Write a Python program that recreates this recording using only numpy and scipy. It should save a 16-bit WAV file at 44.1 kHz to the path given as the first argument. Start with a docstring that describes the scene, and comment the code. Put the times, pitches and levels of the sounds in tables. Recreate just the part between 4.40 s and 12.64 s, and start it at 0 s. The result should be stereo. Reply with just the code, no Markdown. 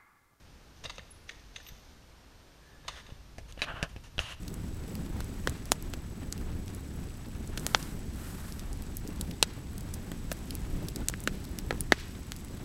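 """At the edge of a wood, in snow, a heap of shredded paper burns on logs.
The plume rumbles, flame tongues flutter, drawn-in air rushes. Hot gas seeps out and jets twice.
Charring shreds tick, curling paper snaps, and pockets burst with sharp pops that scatter in the heap
and echo faintly from the trees. The recorder adds a thin, pulsing whine."""
import sys
import numpy as np
from scipy import signal
from scipy.fft import rfft, irfft, next_fast_len
from scipy.io import wavfile

SR = 44100
rng = np.random.default_rng(int(sys.argv[2]) if len(sys.argv) > 2 else 0)


def to_wav(sig):
    """Store sig (one row per channel, or 1-D mono) as 16-bit WAV at the path in sys.argv[1].

    Samples outside -1..1 are clipped; the rate is SR.
    """
    pcm = np.clip(np.atleast_2d(sig), -1, 1) * 32767
    pcm = np.round(pcm).astype(np.int16)
    wavfile.write(sys.argv[1], SR, pcm.T)  # frames by channels


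N = 363384

# fire strength, used about its mean: time_s, plume_db, tongues_db
FIRE_STRENGTH = [(0.0, -44, -48), (0.6, -40.5, -42), (0.96, -43, -45), (1.19, -45.5, -47), (1.7, -44, -48),
                 (2.06, -38.5, -44), (2.73, -46.5, -49.5), (3.17, -39, -43.5), (3.44, -42.5, -45.5),
                 (4.52, -42.5, -47.5), (4.84, -42, -43), (5.21, -45.5, -49.5), (5.44, -37, -45.5),
                 (5.65, -43, -46), (6.54, -42, -46), (7.34, -41, -45.5), (7.78, -46.5, -50),
                 (8.24, -42, -45)]
# flare-ups: peak_s, length_s, rise_db
FLARE_UPS = [(0.197, 0.3, 2.5), (0.782, 0.12, 3), (1.08, 0.13, 6.5), (1.52, 0.18, 3), (2.17, 0.12, 2.5),
             (2.62, 0.13, 3.5), (4.322, 0.18, 2.5), (6.374, .34, 5.5), (6.616, 0.072, 7), (7.36, 0.24, 2)]
# plume spectrum: freq_hz, density_db
RUMBLE_SPECTRUM = [(12, -17), (25, 2.5), (40, -4), (70, -1.5), (100, -6.5), (140, -11), (220, -17.5),
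                   (400, -80)]
# flame tongue spectrum: freq_hz, density_db
FLUTTER_SPECTRUM = [(60, -14), (110, -6.5), (170, 1), (260, -2), (380, -8), (520, -16), (800, -23.5),
                    (1500, -41)]
# drawn-in air spectrum: freq_hz, density_db
RUSH_SPECTRUM = [(250, -0.5), (500, -7), (800, -1), (1100, -3), (1600, -3.5), (2500, -9.5), (4000, -13),
                 (8000, -53)]
# left-right likeness of turbulence: freq_hz, correlation
STEREO_LIKENESS = [(60, 0.996), (250, 1), (500, 0.93), (1500, 0.4), (4000, 0.09), (8000, 0.21),
                   (14000, 0.43)]
# gas seeping from the heap: time_s, level_db
SEEP_LEVEL = [(0, -57), (1.1, -55), (1.5, -57.5), (4.9, -56), (5.25, -57.5), (5.95, -54), (6.7, -55.5),
              (8.24, -56)]
# seep spectrum: freq_hz, density_db
SEEP_SPECTRUM = [(1000, -5.5), (2000, 0), (3500, -1), (5500, -1), (7000, -2), (9000, -4), (11000, -7.5),
                 (14000, -9), (16000, -19)]
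# gas escaping under pressure: start_s, attack_s, hold_s, release_s, level_db
GAS_JETS = [(3.096, .24, 0.036, 0.24, -45.5), (3.704, 0.15, 0.1, 0.38, -48.5)]
# jet spectrum: freq_hz, density_db
JET_SPECTRUM = [(600, 4), (1500, 9), (2400, 0), (4500, 1), (6000, -1.5), (7300, 0), (8800, 2),
                (10300, -0.5), (13500, 0), (14800, -7), (16000, -15)]
# whine tones, lowest first: rms_db
WHINE_TONES = [-78, -73.5, -67.5, -79]
# loudest paper snaps: start_s, snap_db, fizz_db, snap_hz, scatter_t60_s
LOUD_SNAPS = [(0.0798, -36.5, -41, 4800, 0.013), (0.1413, -41, -41, 7640, 0.008),
              (0.5534, -38, -39, 4100, 0.003), (1.0957, -36, -35, 5800, .004),
              (1.2557, -44, -42, 5600, 0.0038), (1.9252, -25, -46, 6260, .006),
              (2.2803, -41, -49, 4350, 0.002), (2.3478, -43, -41, 7600, .01), (3.0747, -42, -46, 6100, .01),
              (3.196, -36, -51, 6900, 0.0045), (3.4275, -34.5, -48, 6300, 0.0068),
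              (4.1236, -37, -44, 6800, 0.0027), (4.1945, -34.5, -56, 6100, 0.0033),
              (4.3302, -38, -55, 7100, 0.0025), (4.4223, -42, -45, 6300, 0.0076),
              (4.5697, -37, -29, 8000, 0.004), (4.6758, -39, -44, 5250, 0.0029),
              (4.811, -27, -32, 6800, 0.01), (4.911, -36.5, -45, 4070, 0.016),
              (5.5386, -33.5, -35, 7260, .03), (5.9257, -45, -31, 6800, .011),
              (6.1066, -32, -35.5, 4420, .01), (6.1523, -37, -32, 7400, .0025),
              (6.4848, -32.5, -34, 5140, .013), (6.56, -30, -36, 6160, .0086),
              (6.6854, -16, -33, 6500, 0.0022), (6.8039, -45, -37, 7200, .0025),
              (6.8386, -37, -39, 7200, .0032), (7.1876, -30, -31, 4760, .0034),
              (7.4071, -27, -23.5, 8000, 0.0022)]
# bursting pockets: start_s, thump_hz, thump_db, crack_hz, crack_db, fall_db_per_octave,
# scatter_t60_s, pan_left_db, echo_db
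POCKETS = [(0.8048, 640, -35, 4500, -39.5, 1, .011, 0, -8),
           (1.0732, 556, -20, 1920, -20, 6.5, 0.0065, -1, -17),
           (1.319, 620, -14.5, 5650, -12.5, 8, 0.0037, 0, -30),
           (1.5368, 516, -33, 3300, -32.5, 6.5, 0.0061, -2, -25),
           (3.1752, 350, -29.5, 3280, -29, 4.5, 0.025, 0, -23),
           (3.2657, 530, -28, 7500, -23.5, 4, 0.0022, .5, -34),
           (3.3476, 600, -14, 2570, -3, 21, 0.0046, -1.5, -25),
           (5.0272, 700, -16.5, 4500, -4, 15.5, 0.0047, 0, -25),
           (5.717, 420, -26.5, 1910, -37, 2.5, 0.0054, 0, -25),
           (5.9161, 505, -24, 1700, -30.5, 0.8, 0.012, -1, -24),
           (6.698, 500, -32.5, 11000, -36, 3, 0.0077, 0, -28),
           (6.7388, 440, -37, 1500, -27, 13, 0.0078, -3.5, -25),
           (6.8748, 513, -21, 1730, -18, 6, 0.0062, -.5, -18.5),
           (7.3079, 433, -20, 1500, -20, 9, 0.013, -1.5, -26),
           (7.3263, 423, -29, 1500, -43, 3, 0.0045, 1, -25),
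           (7.5217, 510, -9, 1730, -7, 9.5, 0.007, -1.5, -19.5),
           (7.9199, 693, -42, 3800, -31.5, 5.5, .0021, 1, -21)]
# frequency bands of a pop's crack: low_hz, high_hz
CRACK_BANDS = [(1280, 2076), (2550, 4650), (5200, 8970), (9000, 14900)]
# echo envelope of the wood: delay_s, level_db
ECHO_ENVELOPE = [(0, 6), (.03, -14), (.075, -6), (.12, -12.5), (.25, -24.5), (.5, -40)]


def from_db(db):
    """Decibels to gain."""
    return 10 ** (np.asarray(db) / 20)


def unit_rms(x):
    """Scale to rms 1."""
    return x / np.sqrt(np.mean(x ** 2) + 1e-20)


def unit_energy(x):
    """Scale each channel to energy 1."""
    return x / np.sqrt(np.sum(x ** 2, axis=-1, keepdims=True) + 1e-20)


def per_sample(rows):
    """Each column of a time curve at every sample."""
    times_s, *columns = np.transpose(rows)
    return [np.interp(np.arange(N) / SR, times_s, column) for column in columns]


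def at_hz(rows, hz):
    """Interpolate on a log-frequency axis."""
    knots_hz, values = np.transpose(rows)
    return np.interp(np.log(hz), np.log(knots_hz), values)


def band(x, low_hz, high_hz):
    """Causal band-pass."""
    edges_hz = [low_hz, min(high_hz, .45 * SR)]
    return signal.sosfilt(signal.butter(2, edges_hz, "band", fs=SR, output="sos"), x + 1e-18)


def drift(corner_hz):
    """Low-passed random wander, rms 1."""
    hop, settle = 40, 2000
    pole = np.exp(-2 * np.pi * corner_hz * hop / SR)
    noise = rng.standard_normal(N // hop + settle + 2)
    slow = signal.lfilter([1], [1, -2 * pole, pole * pole], noise)[settle:]
    return np.interp(np.arange(N) / hop, np.arange(len(slow)), unit_rms(slow))


def add(out, start_s, sound):
    """Mix in a stereo sound."""
    start = int(start_s * SR)
    out[:, start:start + sound.shape[1]] += sound[:, :N - start]


def turbulence(spectrum, flicker_db, flicker_hz):
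    """Coloured, flickering stereo noise, rms 1; the channels part towards the treble."""
    size = next_fast_len(N)
    hz = np.maximum(np.fft.rfftfreq(size, 1 / SR), 1)
    mid, side = rfft(rng.standard_normal((2, size))) * from_db(at_hz(spectrum, hz))
    alike = at_hz(STEREO_LIKENESS, hz)
    stereo = np.sqrt(1 + alike) * mid + np.sqrt(1 - alike) * side * [[1], [-1]]
    noise = irfft(stereo, size)[:, :N]
    return unit_rms(noise * from_db(flicker_db * drift(flicker_hz)))


def flames():
    """The plume rumbles, its tongues flutter, drawn-in air rushes; all swell in a flare."""
    t = np.arange(N) / SR
    flare_db = sum(rise_db * np.cos(np.pi * np.clip((t - peak_s) / length_s, -.5, .5))
                   for peak_s, length_s, rise_db in FLARE_UPS)
    plume_db, tongues_db = (db - db.mean() for db in per_sample(FIRE_STRENGTH))
    rumble_db = -40 + 0.89 * plume_db + flare_db
    flutter_db = -45.2 + 0.96 * tongues_db + flare_db
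    rush_db = -55 + 0.46 * tongues_db + 0.76 * flare_db
    rumble = from_db(rumble_db) * turbulence(RUMBLE_SPECTRUM, flicker_db=0.3, flicker_hz=3.8)
    flutter = from_db(flutter_db) * turbulence(FLUTTER_SPECTRUM, flicker_db=2.5, flicker_hz=32)
    rush = from_db(rush_db) * turbulence(RUSH_SPECTRUM, flicker_db=2, flicker_hz=19)
    return rumble + flutter + rush


def gas():
    """Hot gas seeps from the heap and twice breaks out in a bright jet."""
    t = np.arange(N) / SR
    seep_db, = per_sample(SEEP_LEVEL)
    seep = from_db(seep_db) * turbulence(SEEP_SPECTRUM, flicker_db=0.9, flicker_hz=37)
    jet_gain = np.zeros(N)
    for start_s, attack_s, hold_s, release_s, level_db in GAS_JETS:
        corners_s = np.cumsum([start_s, attack_s, hold_s, release_s])
        jet_gain += from_db(level_db) * np.interp(t, corners_s, [0, 1, 1, 0])
    return seep + jet_gain * turbulence(JET_SPECTRUM, flicker_db=2, flicker_hz=34)


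def burst(scatter_t60_s, scatter_db, ground_t60_s, ground_db, width):
    """A pressure impulse, its scatter in the heap, then a spray off snow and logs."""
    size = 2048
    t = np.arange(size) / SR
    impulse = -1. * (t == 0)
    # only short waves differ between channels
    paths = rng.standard_normal(size) + width * np.diff(rng.standard_normal((2, size + 1)))
    heap = unit_energy(paths * from_db(-60 * t / scatter_t60_s))
    ground_onset = np.minimum(t / 0.0016, 1) ** 2
    ground = unit_energy(paths * from_db(-60 * t / ground_t60_s) * ground_onset)
    return impulse + from_db(scatter_db) * heap + from_db(ground_db) * ground


def crackle(base_per_s, spread_db, rms_db):
    """Charring shreds tick softly, in clumps, across six pitch bands."""
    out = np.zeros((2, N))
    clumping = from_db(3.8 * drift(corner_hz=2.5))
    pitches_hz = np.geomspace(3500, 12000, num=6)
    for hz in pitches_hz:
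        onsets = rng.random(N) < base_per_s / len(pitches_hz) * clumping / SR
        ticks = onsets * from_db(spread_db * np.minimum(rng.exponential(1, N), 2.5))
        kick = burst(scatter_t60_s=0.0079, scatter_db=30, ground_t60_s=0.031, ground_db=9, width=0.46)
        grain = unit_energy(band(kick, hz * 0.54, hz * 1.56))
        out += signal.oaconvolve(ticks[None], grain, axes=1)[:, :N]
    return from_db(rms_db) * unit_rms(out)


def whine(lowest_hz, spacing_hz):
    """Evenly spaced electronic tones beat into a thin, pulsing whine."""
    t = np.arange(N) / SR
    return np.sqrt(2) * sum(from_db(rms_db) * np.cos(2 * np.pi * (lowest_hz + k * spacing_hz) * t)
                            for k, rms_db in enumerate(WHINE_TONES))


def colour(kick, bands, pan_left_db):
    """Shape and pan a burst; bands: low_hz, high_hz, level_db (rms over 1 ms)."""
    # alternating signs join neighbouring bands without a notch
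    sound = sum((-1) ** k * from_db(level_db) * unit_energy(band(kick, low_hz, high_hz))
                for k, (low_hz, high_hz, level_db) in enumerate(bands))
    return sound * np.sqrt(SR / 1000) * from_db([[pan_left_db / 2], [-pan_left_db / 2]])


def faint_snap_rows(count, mean_db, spread_db, centre_hz, scatter_t60_s):
    """Small snaps of random time, strength and pitch; columns as LOUD_SNAPS."""
    starts_s = rng.uniform(0, N / SR, count)
    rows = []
    for start_s, (strength, brightness, pitch) in zip(starts_s, rng.standard_normal((count, 3))):
        snap_db = mean_db + spread_db * strength
        fizz_db = snap_db + spread_db * brightness
        rows.append((start_s, snap_db, fizz_db, centre_hz * 2 ** (.25 * pitch), scatter_t60_s))
    return rows


def snaps(body_db, pan_spread_db):
    """Curling paper breaks with a bright tick that faintly stirs the heap."""
    out = np.zeros((2, N))
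    faint = faint_snap_rows(count=12, mean_db=-43.5, spread_db=2.5, centre_hz=6000, scatter_t60_s=0.0056)
    for start_s, snap_db, fizz_db, snap_hz, t60_s in LOUD_SNAPS + faint:
        kick = burst(t60_s, scatter_db=10.5, ground_t60_s=0.049, ground_db=-3.5, width=0.9)
        body = (1100, 2800, snap_db + body_db)
        tick = (snap_hz * 0.61, snap_hz * 1.35, snap_db)
        fizz = (8900, 14600, fizz_db)
        add(out, start_s, colour(kick, [body, tick, fizz], pan_spread_db * rng.standard_normal()))
    return out


def pops():
    """A pocket thumps at a pitch set by its size; its crack is loudest in the bands nearest crack_hz."""
    out = np.zeros((2, N))
    for (start_s, thump_hz, thump_db, crack_hz, crack_db, fall_db_per_octave,
         t60_s, pan_left_db, echo_db) in POCKETS:
        kick = burst(t60_s, scatter_db=2, ground_t60_s=0.036, ground_db=-6.5, width=1)
        bands = [(thump_hz * 0.34, thump_hz * 1.46, thump_db)]
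        for low_hz, high_hz in CRACK_BANDS:
            octaves_off = abs(np.log2(np.sqrt(low_hz * high_hz) / crack_hz))
            bands.append((low_hz, high_hz, crack_db - fall_db_per_octave * octaves_off))
        pop = colour(kick, bands, pan_left_db)
        add(out, start_s, pop)
        add(out, start_s, from_db(echo_db) * tree_echo(pop))
    return out


def tree_echo(pop):
    """Many trunks return a pop's energy as a dull, diffuse wash."""
    t = np.arange(SR // 2) / SR
    paths = rng.standard_normal(len(t)) + .5 * rng.standard_normal((2, len(t)))
    dulled = signal.lfilter([1], [1, -.7], band(paths, low_hz=1290, high_hz=6000))
    envelope = from_db(np.interp(t, *np.transpose(ECHO_ENVELOPE)))
    return unit_energy(dulled * envelope) * np.sqrt(np.sum(pop ** 2) / 2)


def scene():
    """The fire, close, slightly left."""
    bed = flames() + gas() + crackle(base_per_s=54, spread_db=2.5, rms_db=-63.5)
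    return bed * from_db([[.25], [-.25]]) + pops() + snaps(body_db=-18.5, pan_spread_db=2.5)


def record(dry):
    """The recorder whines, clips at full scale and cuts above 16 kHz."""
    clipped = np.clip(dry + whine(lowest_hz=7822, spacing_hz=29.97), -1, 1)
    low_pass = signal.ellip(10, .2, 80, 16000, fs=SR, output="sos")
    return signal.sosfilt(low_pass, clipped)


dry = scene()
out = record(dry)
to_wav(out)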